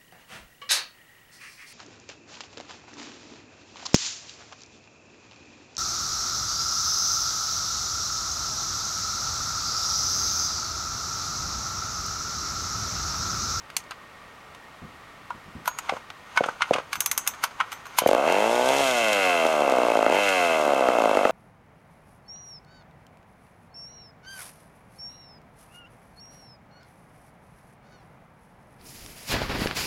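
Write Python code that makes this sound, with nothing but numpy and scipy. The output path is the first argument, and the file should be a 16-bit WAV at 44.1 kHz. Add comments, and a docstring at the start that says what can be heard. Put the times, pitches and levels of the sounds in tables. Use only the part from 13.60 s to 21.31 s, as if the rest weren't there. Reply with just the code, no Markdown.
"""A small two-stroke chainsaw on a garden wall, in even outdoor air (shaped noise) with a far-off hum.
Switch clicks and hand bumps (noise bursts) come first; then the starter cord is eased out against compression
and let back with a clatter of drum and pawls (bursts into resonators), and pulled. The engine catches: pulses
locked to the crank excite muffler, crankcase and intake resonances, under hiss and chain whine. It revs up
four-stroking, coasts down popping, is blipped once more and sinks to a popping idle."""
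import sys
import numpy as np
from scipy import signal
from scipy.fft import rfft, irfft, next_fast_len
from scipy.io import wavfile
from scipy.ndimage import uniform_filter1d

SR = 44100
rng = np.random.default_rng(int(sys.argv[2]) if len(sys.argv) > 2 else 0)


def store_pcm(level_fs):
    """Save levels as 16-bit WAV."""
    pcm = np.round(np.clip(level_fs, -1, 1) * 32767).astype(np.int16)
    wavfile.write(sys.argv[1], SR, np.atleast_2d(pcm).T)


N = 340011
TIME_S = np.arange(N) / SR

# outdoor air, spectrum shape: freq_hz, density_db
GARDEN = [(15, -43), (25, -9), (84, -3.5), (117, -3), (309, -5.5), (384, -8.5), (416, -5.5), (1040, -3.5),
          (1160, 0.5), (1700, -9), (1840, -4.5), (2000, -7.5), (2160, -8), (5140, -21), (16000, -34.5)]
# far-off machine hum: freq_hz, width_hz, level_db
FAR_HUM = [(1172, 40, -63), (1861, 18, -60), (2160, 40, -66)]
# dull reflections off wall and house: delay_s, level_db
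ECHOES = [(.0083, -29.5), (0.0139, -19.5), (0.023, -23.5), (.036, -21.5), (0.072, -26)]
# soft bumps of the hands on the saw: time_s, drive_db
BUMPS = [(1.218, -35), (1.27, -69), (1.34, -55), (1.741, -44), (1.859, -43), (1.947, -34.5), (2.0, -57),
         (3.37, -45.5)]
# cord sliding through its eyelet: start_s, end_s, level_db
SLIDES = [(2.253, 2.37, -44), (2.767, 2.907, -43.5), (3.09, 3.176, -42), (3.352, 3.746, -49.5),
          (3.796, 4.19, -50), (4.409, 4.478, -37)]
# switch and grip clicks: time_s, body_db, bite_over_body_db, treble_over_body_db
CLICKS = [(.101, -34, 2, -19), (.166, -25, 7.5, 4), (.309, -25, -2.5, -20), (.317, -26.5, -5, -38),
          (.948, -41.5, 3, -14), (2.502, -26, -3.5, -29)]
# casing, spectrum shape: freq_hz, density_db
CASING = [(290, -50), (500, -11.5), (974, 7), (1130, 4), (1530, 6), (1790, -9.5), (2160, 0.5), (3590, -5.5),
          (5710, -9), (6230, -2), (8090, -14), (8580, -6.5), (9490, -14), (12300, -12.5), (16000, -29)]
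# starter handle and drum knocks as the cord tightens or runs home; ring pitch set by where it hits:
# time_s, body_db, bite_over_body_db, treble_over_body_db, ring_hz, ring_db
CLACKS = [(1.705, -28, -10.5, -44, 967, -19.5), (2.057, -33, -4, -7, 1090, -44),
          (2.077, -17, -7, -12, 977, -16), (2.187, -24, -4.5, -12, 1340, -29),
          (2.294, -16, -2.5, -45, 790, -16.5), (2.763, -29, -7, -32, 1570, -36),
          (2.774, -12.5, -2, -37, 1493, -6), (3.007, -27, -17, -40, 950, -37),
          (3.02, -16, 5, -44, 1416, -12), (3.33, -25.5, 4, -8.5, 1125, -20),
          (3.355, -25, -2, -17, 1420, -30), (3.666, -31, -1, -13, 1150, -30),
          (3.737, -39, 0, -22, 1200, -32), (3.838, -13.5, -1.5, -9, 907, -18),
          (4.002, -17, -5, -54, 1053, -18), (4.009, -18, -6, -54, 1290, -17),
          (4.118, -30, -1.5, -16, 950, -31), (4.127, -30, -3, -16, 1320, -30),
          (4.255, -35, -4, -25.5, 1470, -36), (4.266, -37, -4, -20, 1080, -36),
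          (4.386, -14, 2, 0, 1003, -17.5), (4.474, -34.5, 8, 6.5, 1210, -42)]
# pawls ticking over the ratchet as the cord winds back: time_s, body_db
PAWLS = [(3.405, -29), (3.46, -30), (3.514, -30), (3.577, -29), (3.675, -28.5)]
# steel ring modes of the starter: freq_hz, level_db, t60_s
STEEL = [(5592, -7, .12), (6184, -2, .2), (6627, -13, .55), (6912, -10, .08), (7677, -10, .2),
         (8721, -7, .08), (9215, -18, .3), (10207, -8, .11), (12678, -6, .09), (13550, -9, .09),
         (13895, -8, .14), (14116, -5, .1), (14320, -9, .08)]
# small steel parts pinging as the saw is gripped and the handle lifted: time_s, freq_hz, level_db, t60_s
PINGS = [(2.077, 6626, -39.5, .5), (2.077, 11700, -24, 0.028), (2.077, 13930, -36, .07),
         (2.187, 6850, -27, .03), (2.187, 7100, -31, .04), (2.187, 8020, -32, .03)]
# cord dragging the piston over compression: time_s, puff_db
COMPRESSIONS = [(2.322, -18.5), (2.807, -9.5), (3.109, -5), (4.419, -15.5)]
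# piston rocking back, puffing and rattling the starter:
# time_s, puff_db, body_db, bite_over_body_db, treble_over_body_db
REBOUNDS = [(2.335, -22.5, -32, -9, -34), (2.366, -32, -28.5, -18, -42), (2.837, -28, -16.5, -5, -45),
            (2.86, -22, -28.5, -10, -25), (2.886, -22, -19, -14, -43), (3.135, -29, -18, 2.5, -31),
            (3.152, -18, -35, -12, -38), (3.16, -27, -19, -10, -44), (3.183, -20.5, -24, -5, -41),
            (3.199, -32, -31, -13, -43), (4.436, -20, -32, -6, -34)]
# muffler under a slow puff of cold air: freq_hz, width_hz, mode_db
COLD_MUFFLER = [(236, 290, -3.5), (373, 248, 0.5), (515, 105, 5.5), (712, 150, 0)]
# flywheel easing toward each new speed: start_s, target_rev_per_s, time_constant_s
STAGES = [(4.4917, 73.04, .063), (4.618, 149.54, .3168), (4.93, 136.42, .2362), (5.03, 155.11, .248),
          (5.205, 35.13, .7497), (5.85, 74.1, .4011), (5.92, 40.12, .4863), (6.488, 108.71, .0454),
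          (6.6, 0, 1.331), (7.28, 52.18, .1964), (7.36, 12.88, .9708)]
# open throttle; combustion relative to the plain port puff, skip lost on every other turn:
# start_s, end_s, combustion_db, skip_db
THROTTLE = [(4.48, 4.556, 9, -1), (4.659, 5.03, 4.5, -10.5), (5.042, 5.207, 3, -13), (6.482, 6.594, 5, -9)]
# loud idle pops; combustion relative to the plain port puff: time_s, combustion_db, kick_rev_per_s
POPS = [(5.853, 8.5, 2.35), (5.866, 4.5, 0), (5.99, -11, 0.023), (6.021, 2, 0), (6.077, 4.5, 0.11),
        (6.122, 5.5, 0), (6.183, 3, 0.12), (6.233, 1.5, 0.031), (6.267, -3, 0), (6.283, 1, 0.025),
        (6.301, 1, 0.069), (6.318, 2.5, 0.02), (6.373, 5.5, 0), (6.391, 2, 0.055), (6.429, 7.5, 1.84),
        (6.465, 8.5, 2.03), (6.922, -4, 0.039), (6.973, -0.5, 0), (7.02, -2, 0.047), (7.08, 4.5, 0.058),
        (7.134, 3, 0.02), (7.192, 0, 0.033), (7.208, 4.5, 0), (7.285, 9, 2), (7.385, 3.5, 0),
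        (7.42, 1.5, 0.18), (7.456, 1.5, 0.048), (7.493, -0.5, 0), (7.512, 1, 0.036), (7.55, 0, 0.043),
        (7.57, 8, 1.75), (7.652, 10, 2.43)]
# loudness by crank speed, throttle shut: speed_rev_per_s, exhaust_db, hiss_db
LOUDNESS = [(49, -19.5, -41.5), (69, -20.5, -41.5), (89.7, -23, -35), (99.5, -24, -34.5), (125, -24, -32),
            (131, -23.5, -29)]
# fan and chain hiss, spectrum shape: freq_hz, density_db
HISS = [(2060, -12.5), (3300, 4.5), (3850, -2.5), (4750, -6.5), (5330, -3.5), (5780, -5), (6650, -2),
        (7750, -7.5), (8360, -6.5), (9200, -10), (9990, -10.5), (10900, -11), (11550, -10.5), (12600, -19),
        (13300, -21), (14050, -18), (14700, -21), (16000, -42)]
# chain whine on multiples of the tooth rate, from the second up: level_db
WHINE_DB = [-39.5, -45, -52, -51]
# intake rasp, strongest coasting against a shut throttle: time_s, level_db
RASP = [(4.5, -36.5), (4.63, -35), (4.69, -29.5), (4.76, -30), (4.85, -33), (5.0, -36.5), (5.13, -30.5),
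        (5.35, -28.5), (5.45, -26.5), (5.7, -25), (5.96, -33.5), (6.42, -34.5), (6.51, -29), (6.68, -25),
        (6.92, -28), (7.03, -34), (7.7, -35)]
# carburettor throat behind the reed valve: freq_hz, width_hz, mode_db
INTAKE = [(1402, 67, 13), (2050, 170, 8), (2593, 220, 9.5), (3120, 124, 3.5), (4000, 120, -2.5)]
# muffler as the exhaust port opens: freq_hz, width_hz, mode_db
MUFFLER = [(252, 102, 3), (531, 106.5, 12.5), (690.3, 105.5, 14.5), (1168, 235, 3.5), (1546, 97, -1),
           (2160, 300, -32), (2660, 250, -40)]
# crankcase as the transfer ports close: freq_hz, width_hz, mode_db
CRANKCASE = [(552, 166, 9.5), (699, 77, 16), (914, 124, 2.5), (1310, 150, 5)]
# muffler under a burnt charge: freq_hz, width_hz, mode_db
BANG = [(252, 73, 11), (580, 129, 21), (845, 132, 15), (1150, 200, 8), (2570, 720, -46)]
# muffler filled with hot gas under throttle: freq_hz, width_hz, mode_db
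HOT_BANG = [(286, 68, 1), (606, 183, 19.5), (897, 132, 15), (1350, 250, -26), (2550, 910, -11)]
# overtones of the hardest, steepened bangs: freq_hz, width_hz, mode_db
CRACK = [(1290, 183, 11.5), (1990, 460, -4)]

GARDEN_DB, CUTOFF_HZ = -48, 15900
SLIDE_RISE_DB_PER_S, SLIDE_FALL_DB_PER_S = 111, 226
CLICK_T60_S, CLACK_T60_S, PAWL_T60_S = .017, .017, .016
PAWL_BITE_DB, PAWL_TREBLE_DB = 6, 10
PAWL_RING_HZ, PAWL_RING_DB = 1140, -27
HOUSING_WIDTH_HZ, HOUSING_OVERTONE_RATIO, HOUSING_OVERTONE_DB = 43, 1.48, -6.5
SPRING_S, SPRING_HZ, SPRING_DB, SPRING_T60_S = 4.385, 3080, -32.41, .27
CORD_OUT_S = 2.25
FIRST_FIRING_S, FIRST_FIRING_DB = 4.4609, -2.5
CATCH_REV_PER_S, KICK_S = 39, .05
SPROCKET_TEETH, CLUTCH_REV_PER_S = 6, 75
OPEN_EXHAUST_DB, OPEN_HISS_DB, THROTTLE_MOVE_S = 2.5, -4, .18
REED_OPEN_S = .00187


def from_db(db):
    """Amplitude ratio of a level in dB."""
    return 10 ** (np.asarray(db) / 20)


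def rms_one(x):
    """Scale to rms 1."""
    return x / np.sqrt(np.mean(x ** 2) + 1e-20)


def noise():
    """White noise, rms 1."""
    return rng.standard_normal(N)


def cut(x, hz, kind, order=2):
    """Butterworth low-, high- or band-pass."""
    sos = signal.butter(order, hz, kind, fs=SR, output="sos")
    return signal.sosfilt(sos, x + 1e-18)


def coloured(x, spectrum):
    """Noise given a smooth spectrum; rms 1."""
    hz, db = np.transpose(spectrum)
    size = next_fast_len(N)
    log_hz = np.log(np.fft.rfftfreq(size, 1 / SR) + 1)
    gain = from_db(np.interp(log_hz, np.log(hz), db))
    return rms_one(irfft(rfft(x, size) * gain, size)[:N])


def clicks(times_s, sizes):
    """Impulses, each shared between its two nearest samples."""
    out = np.zeros(N)
    at = np.clip(np.asarray(times_s) * SR, 0, N - 2)
    np.add.at(out, at.astype(int), sizes * (1 - at % 1))
    np.add.at(out, at.astype(int) + 1, sizes * (at % 1))
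    return out


def resonate(x, modes):
    """Parallel two-pole resonances of alternating sign."""
    out = 0
    for k, (hz, width_hz, db) in enumerate(modes):
        r = np.exp(-np.pi * width_hz / SR)
        zeros = [(1 - r * r) / 2, 0, (r * r - 1) / 2]
        poles = [1, -2 * r * np.cos(2 * np.pi * hz / SR), r * r]
        out = out + (-1) ** k * from_db(db) * signal.lfilter(zeros, poles, x + 1e-18)
    return out


def cavity(x, modes, low_hz=165):
    """A small opening radiates no bass; a unit impulse gives a pulse of height 1."""
    unit = cut(resonate(signal.unit_impulse(2048), modes), low_hz, "high", order=4)
    return cut(resonate(x, modes), low_hz, "high", order=4) / np.abs(unit).max()


def dying(x, t60_s):
    """Each impulse starts an exponential decay of its own height."""
    return signal.lfilter([1], [1, -from_db(-60 / (t60_s * SR))], x + 1e-18)


def ring(x, hz, t60_s):
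    """A unit impulse sets a decaying sine of height 1 ringing."""
    r, w = from_db(-60 / (t60_s * SR)), 2 * np.pi * hz / SR
    return signal.lfilter([0, np.sin(w)], [1, -2 * r * np.cos(w), r * r], x + 1e-18)


def evened(x, span_s=.15):
    """Slow rms held at 1 once the engine has caught, single strokes keeping their contrast."""
    size = int(span_s * SR)

    def mean(v):
        return uniform_filter1d(uniform_filter1d(v, size), size)

    running = (TIME_S > STAGES[0][0]) * 1.
    return x * np.sqrt((np.abs(mean(running)) + 1e-9) / (np.abs(mean(x * x)) + 1e-9))


def garden():
    """Even outdoor air (shaped noise) with a far-off hum (narrow noise bands)."""
    hum = sum(from_db(db) * rms_one(resonate(noise(), [(hz, width_hz, 0)])) for hz, width_hz, db in FAR_HUM)
    return from_db(GARDEN_DB) * coloured(noise(), GARDEN) + hum


def echoes(x, dull_hz=3500):
    """A few delayed, dulled reflections."""
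    dull = cut(x, dull_hz, "low", order=1)
    return sum(from_db(db) * np.interp(TIME_S - s, TIME_S, dull, left=0) for s, db in ECHOES)


def handling():
    """The cord rubs through its eyelet, swelling and dying away; hands bump dully on the saw."""
    rub = 0
    for start, end, db in SLIDES:
        rise_db = SLIDE_RISE_DB_PER_S * np.maximum(start - TIME_S, 0)
        fall_db = SLIDE_FALL_DB_PER_S * np.maximum(TIME_S - end, 0)
        rub = rub + from_db(db - rise_db - fall_db)
    cord = rub * coloured(cut(noise(), 3300, "low", order=1), CASING)
    s, db = np.transpose(BUMPS)
    push = cut(dying(clicks(s, from_db(db)), .22), 49, "low", order=1)
    return cord + push * rms_one(cut(noise(), [55, 240], "band"))


def knocks(rows, t60_s, gain_db, high_share, high_db, lead_db, lead_t60_s, tail_db, tail_t60_s, rise_hz,
           edge_share=.21, edge_db=-4, bite_db=-1.5):
    """Each contact scuffs in, then is a short burst of chatter in the casing with a faint longer tail."""
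    s, body, bite, treble = np.transpose(rows)
    bands_hz = [[600, 1800], [1800, 3400], [3400, 5500], [5500, 10000], [10000, 15500]]
    edge = bite + edge_share * (treble - bite) + edge_db
    high = bite + high_share * (treble - bite) + high_db
    colours_db = [0, bite + bite_db, edge, high, treble]
    out, chatter = np.zeros(N), coloured(noise(), CASING)
    for band_hz, colour_db in zip(bands_hz, colours_db):
        blows = clicks(s, from_db(body + colour_db + gain_db))
        scuff = from_db(lead_db) * dying(blows[::-1], lead_t60_s)[::-1]  # reversed decay: swells in
        force = scuff + dying(blows, t60_s) + from_db(tail_db) * dying(blows, tail_t60_s)
        grains = cut(np.roll(chatter, rng.integers(N)), band_hz, "band", order=3)
        out += cut(force, rise_hz, "low", order=1) * rms_one(grains)
    return out


def switch():
    """Switch and grip clicks: short bursts of casing chatter."""
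    return knocks(CLICKS, CLICK_T60_S, gain_db=-2, high_share=1, high_db=8.5, lead_db=-39, lead_t60_s=.012,
                  tail_db=-19, tail_t60_s=.11, rise_hz=400)


def steel_ring(rows, ring_db, hardest_db, uneven_db=3.5):
    """Bright blows set the steel of the starter ringing, each mode with a strength of its own."""
    s, body, _, treble = np.transpose(rows)
    force_db = np.minimum(body + treble, hardest_db) + ring_db
    on_sample_s = np.round(s * SR) / SR
    out = 0
    for hz, db, t60_s in STEEL:
        strength = from_db(force_db + db + uneven_db * rng.standard_normal(len(s)))
        out = out + ring(clicks(on_sample_s, strength), hz, t60_s)
    return out


def housing(s, hz, db):
    """One hollow knock of the plastic starter housing: a short ring and its overtone."""
    overtone = (hz * HOUSING_OVERTONE_RATIO, HOUSING_WIDTH_HZ, HOUSING_OVERTONE_DB)
    return cavity(clicks([s], from_db(db)), [(hz, HOUSING_WIDTH_HZ, 0), overtone], low_hz=500)


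def recoil_spring():
    """The spring sings as the cord is yanked: a narrow noise band dying away."""
    tone = rms_one(resonate(noise(), [(SPRING_HZ, 60, 0)]))
    return dying(clicks([SPRING_S], from_db(SPRING_DB)), SPRING_T60_S) * tone


def starter(bounce_s=.0127, bounce_db=-3, housing_db=1):
    """Drum clacks in the housing, pawls tick and ring, and all rattles as the piston rebounds."""
    clacks = [row[:4] for row in CLACKS]
    ticks = [(s, db, PAWL_BITE_DB, PAWL_TREBLE_DB) for s, db in PAWLS]
    bounces = [(s + bounce_s, db + bounce_db, -9, -18) for s, db in PAWLS]
    rebounds = [(s, *rest) for s, _, *rest in REBOUNDS]
    spring = recoil_spring()
    drum = knocks(clacks, CLACK_T60_S, gain_db=-1.5, high_share=.36, high_db=-3, lead_db=-14.5,
                  lead_t60_s=.049, tail_db=-8.5, tail_t60_s=.073, rise_hz=268)
    pawls = knocks(ticks, PAWL_T60_S, gain_db=1, high_share=.73, high_db=2, lead_db=-36,
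                   lead_t60_s=.061, tail_db=-11, tail_t60_s=.055, rise_hz=400)
    rattle = knocks(rebounds + bounces, .041, gain_db=-1.5, high_share=.75, high_db=10.5, lead_db=-15,
                    lead_t60_s=.034, tail_db=-26, tail_t60_s=.11, rise_hz=160)
    hollow = [(s, hz, db) for s, *_, hz, db in CLACKS]
    hollow += [(s, PAWL_RING_HZ, PAWL_RING_DB) for s, _ in PAWLS]
    plastic = sum(housing(s, hz, db + housing_db) for s, hz, db in hollow)
    late_clacks = [row for row in clacks if row[0] > CORD_OUT_S]
    steel = steel_ring(ticks, ring_db=-11.5, hardest_db=-17)
    steel = steel + steel_ring(late_clacks, ring_db=.5, hardest_db=-47)
    pings = sum(ring(clicks([round(s * SR) / SR], from_db(db)), hz, t60_s) for s, hz, db, t60_s in PINGS)
    return drum + pawls + rattle + spring + plastic + steel + pings


def cranking(tail_db=-46, crack_db=-20):
    """Air let out of the cylinder thumps through the muffler and sighs away; the first firing cracks."""
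    rows = list(COMPRESSIONS) + [(s, db) for s, db, *_ in REBOUNDS] + [(FIRST_FIRING_S, FIRST_FIRING_DB)]
    s, db = np.transpose(rows)
    puffs = clicks(s, from_db(db))
    sigh = from_db(tail_db) * noise() * dying(puffs, .08)
    crack = from_db(crack_db) * cavity(clicks(s, from_db(db) ** 3), CRACK)  # cubed: favours hard puffs
    return cavity(puffs + sigh, COLD_MUFFLER, low_hz=87.5) + crack


def throttle(s):
    """1 while the trigger is held, else 0."""
    return sum(((s >= start) & (s < end)) * 1. for start, end, *_ in THROTTLE)


def crank():
    """Flywheel speed in rev/s, turns made since the engine caught, and the number of each turn."""
    speed = np.full(N, float(CATCH_REV_PER_S))
    for s, target, lag_s in STAGES:
        at = int(s * SR)
        speed[at:] = target + (speed[at] - target) * np.exp(-TIME_S[:N - at] / lag_s)
    for s, _, kick in POPS:
        at = int(s * SR)
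        speed[at:] += kick * np.exp(-TIME_S[:N - at] / KICK_S)
    turns = np.cumsum(speed) / SR
    turns = turns - np.interp(STAGES[0][0], TIME_S, turns)
    return speed, turns, np.arange(int(turns[-1]) + 1)


def hiss(turns, depth=.19, grain_db=12, ticks_per_s=1500, tick_share=.53):
    """Cooling air and chain links ticking along the bar, swelling at each exhaust opening."""
    tick_gain = from_db(grain_db * np.minimum(rng.exponential(1, N), 4))
    ticks = (rng.random(N) < ticks_per_s / SR) * noise() * tick_gain
    air = coloured(noise() + tick_share * rms_one(ticks), HISS)
    return rms_one(air * (1 + depth * np.cos(2 * np.pi * (turns + .0067))))


def chain(speed, turns, wander_rad=1, flutter_db=2):
    """Once the clutch grips, links mesh with the sprocket: a fluttering whine that follows the crank."""
    def slow():
        return rms_one(cut(noise(), 18, "low"))

    grip = np.clip((speed - CLUTCH_REV_PER_S) / 20, 0, 1)
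    whine = 0
    for k, db in enumerate(WHINE_DB, 2):
        level = from_db(db + flutter_db * slow())
        whine = whine + level * np.sin(2 * np.pi * SPROCKET_TEETH * k * turns + wander_rad * slow())
    return grip * whine


def intake(turns, count, intake_db, lift_turn=.46, lift_db=-4.5, rattle_db=-32):
    """Once a turn the reed lifts, then slaps shut: a hollow double pulse, clearest under strong suction."""
    lifts_s = np.interp(count + lift_turn, turns, TIME_S) + rng.normal(0, .000016, len(count))
    suction = from_db(np.clip(intake_db + 29, -7, 6))
    strokes = suction * clicks(lifts_s, from_db(rng.normal(0, .97, len(count))))
    rattle = from_db(rattle_db) * noise() * (1 + .6 * np.cos(2 * np.pi * (turns - .7)))
    air = strokes + rattle
    reed = from_db(lift_db) * air + np.roll(air, int(REED_OPEN_S * SR))
    return evened(cut(cavity(reed, INTAKE), 860, "high", order=3))


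def combustion(opens_s, misfire_db=-19, scatter_db=6.5, uneven_db=-.1):
    """Burn per turn: rich under throttle it fires hard only every other turn; near idle it pops at times."""
    burn = from_db(misfire_db + rng.normal(0, scatter_db, len(opens_s)))
    odd = np.arange(len(opens_s)) % 2
    for start, end, db, skip_db in THROTTLE:
        held = (opens_s >= start) & (opens_s < end)
        burn += held * from_db(db + skip_db * odd + uneven_db * rng.standard_normal(len(opens_s)))
    for s, db, _ in POPS:
        burn[np.abs(opens_s - s).argmin()] = from_db(db)
    return burn


def exhaust(speed, turns, count, burn_lag_s=.00061, transfer_turn=.374, transfer_db=-5, fast_transfer_db=-4,
            wander_turn=.013, crack_db=-14, thump_db=-29, jet_db=-36, hot_db=3, idle_puff_db=-2):
    """A puff as the port opens, a bang if the charge burnt, a second puff over a third of a turn later."""
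    rev_per_s = np.interp(count, turns, speed)
    slow = np.clip((85 - rev_per_s) / 30, 0, 1)
    # the slower the flywheel, the less evenly it turns
    stagger_s = rng.normal(0, 1, len(count)) * (.00002 + .00013 * slow)

    def opening_s(turn):
        return np.interp(count + turn, turns, TIME_S) - .0022 + stagger_s

    def uneven():
        return from_db(rng.normal(0, .8 + .7 * slow))

    opens_s = opening_s(0)
    burn = combustion(opens_s)
    fires_s = opens_s + burn_lag_s + rng.normal(0, .00004, len(count))
    puffs = clicks(opens_s, uneven() * from_db(idle_puff_db * slow))
    bangs = clicks(fires_s, burn)
    # the second puff wanders at idle, and is weak at speed and after a bang
    late_turn = wander_turn * slow * rng.standard_normal(len(count))
    fast = np.clip(rev_per_s / 90 - 1, 0, 1) * 2
    transfer_size = from_db(transfer_db + fast_transfer_db * fast) * uneven() / (1 + burn ** 2)
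    transfer = clicks(opening_s(transfer_turn + late_turn), transfer_size)
    # burnt gas leaves as a turbulent jet, a plain puff with less
    jet = from_db(jet_db) * noise() * dying(bangs + .35 * puffs, .03)
    # the hardest idle bangs steepen into a crack
    steep = clicks(fires_s, burn ** 2 * (1 - .75 * throttle(opens_s)))
    crack = from_db(crack_db) * cavity(steep, CRACK)
    # every bang pushes a little bass out of the pipe
    thump = from_db(thump_db) * cavity(bangs, [(126, 220, 0)], low_hz=75.4)
    hot = clicks(fires_s, burn * throttle(opens_s) * (1 - slow))
    roar = cavity(bangs - hot, BANG) + from_db(hot_db) * cavity(hot, HOT_BANG)
    return evened(cavity(puffs + jet, MUFFLER) - cavity(transfer, CRANKCASE) - roar - crack - thump)


def engine(fan_db=-14, rumble_db=-68):
    """The running saw, timed by the crank; speed and throttle set the exhaust and hiss levels."""
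    speed, turns, count = crank()
    speeds, shut_exhaust_db, shut_hiss_db = np.transpose(LOUDNESS)
    # an open throttle strengthens the exhaust and softens the hiss
    held = uniform_filter1d(throttle(TIME_S), int(THROTTLE_MOVE_S * SR))
    exhaust_db = np.interp(speed, speeds, shut_exhaust_db) + OPEN_EXHAUST_DB * held
    hiss_db = np.interp(speed, speeds, shut_hiss_db) + OPEN_HISS_DB * held
    intake_db = np.interp(TIME_S, *np.transpose(RASP))
    running = np.clip(turns + 1, 0, 1)  # fades in over the turn before the catch
    fan = from_db(hiss_db + fan_db) * rms_one(cut(noise(), [1000, 4500], "band"))
    rumble = from_db(rumble_db) * rms_one(cut(noise(), [35, 200], "band"))
    return running * (from_db(exhaust_db) * exhaust(speed, turns, count)
                      + from_db(intake_db) * intake(turns, count, intake_db)
                      + from_db(hiss_db) * hiss(turns) + chain(speed, turns) + fan + rumble)


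def scene():
    """The saw with its echoes in the garden air."""
    saw = engine() + cranking() + switch() + starter() + handling()
    return (saw + echoes(saw) + garden())[None]


def record(dry, top=.52):
    """The tallest peaks are flattened, then the top treble is cut."""
    limited = dry / (1 + (dry / top) ** 6) ** (1 / 6)
    return signal.sosfilt(signal.ellip(10, .2, 90, CUTOFF_HZ, fs=SR, output="sos"), limited)


dry = scene()
out = record(dry)
store_pcm(out)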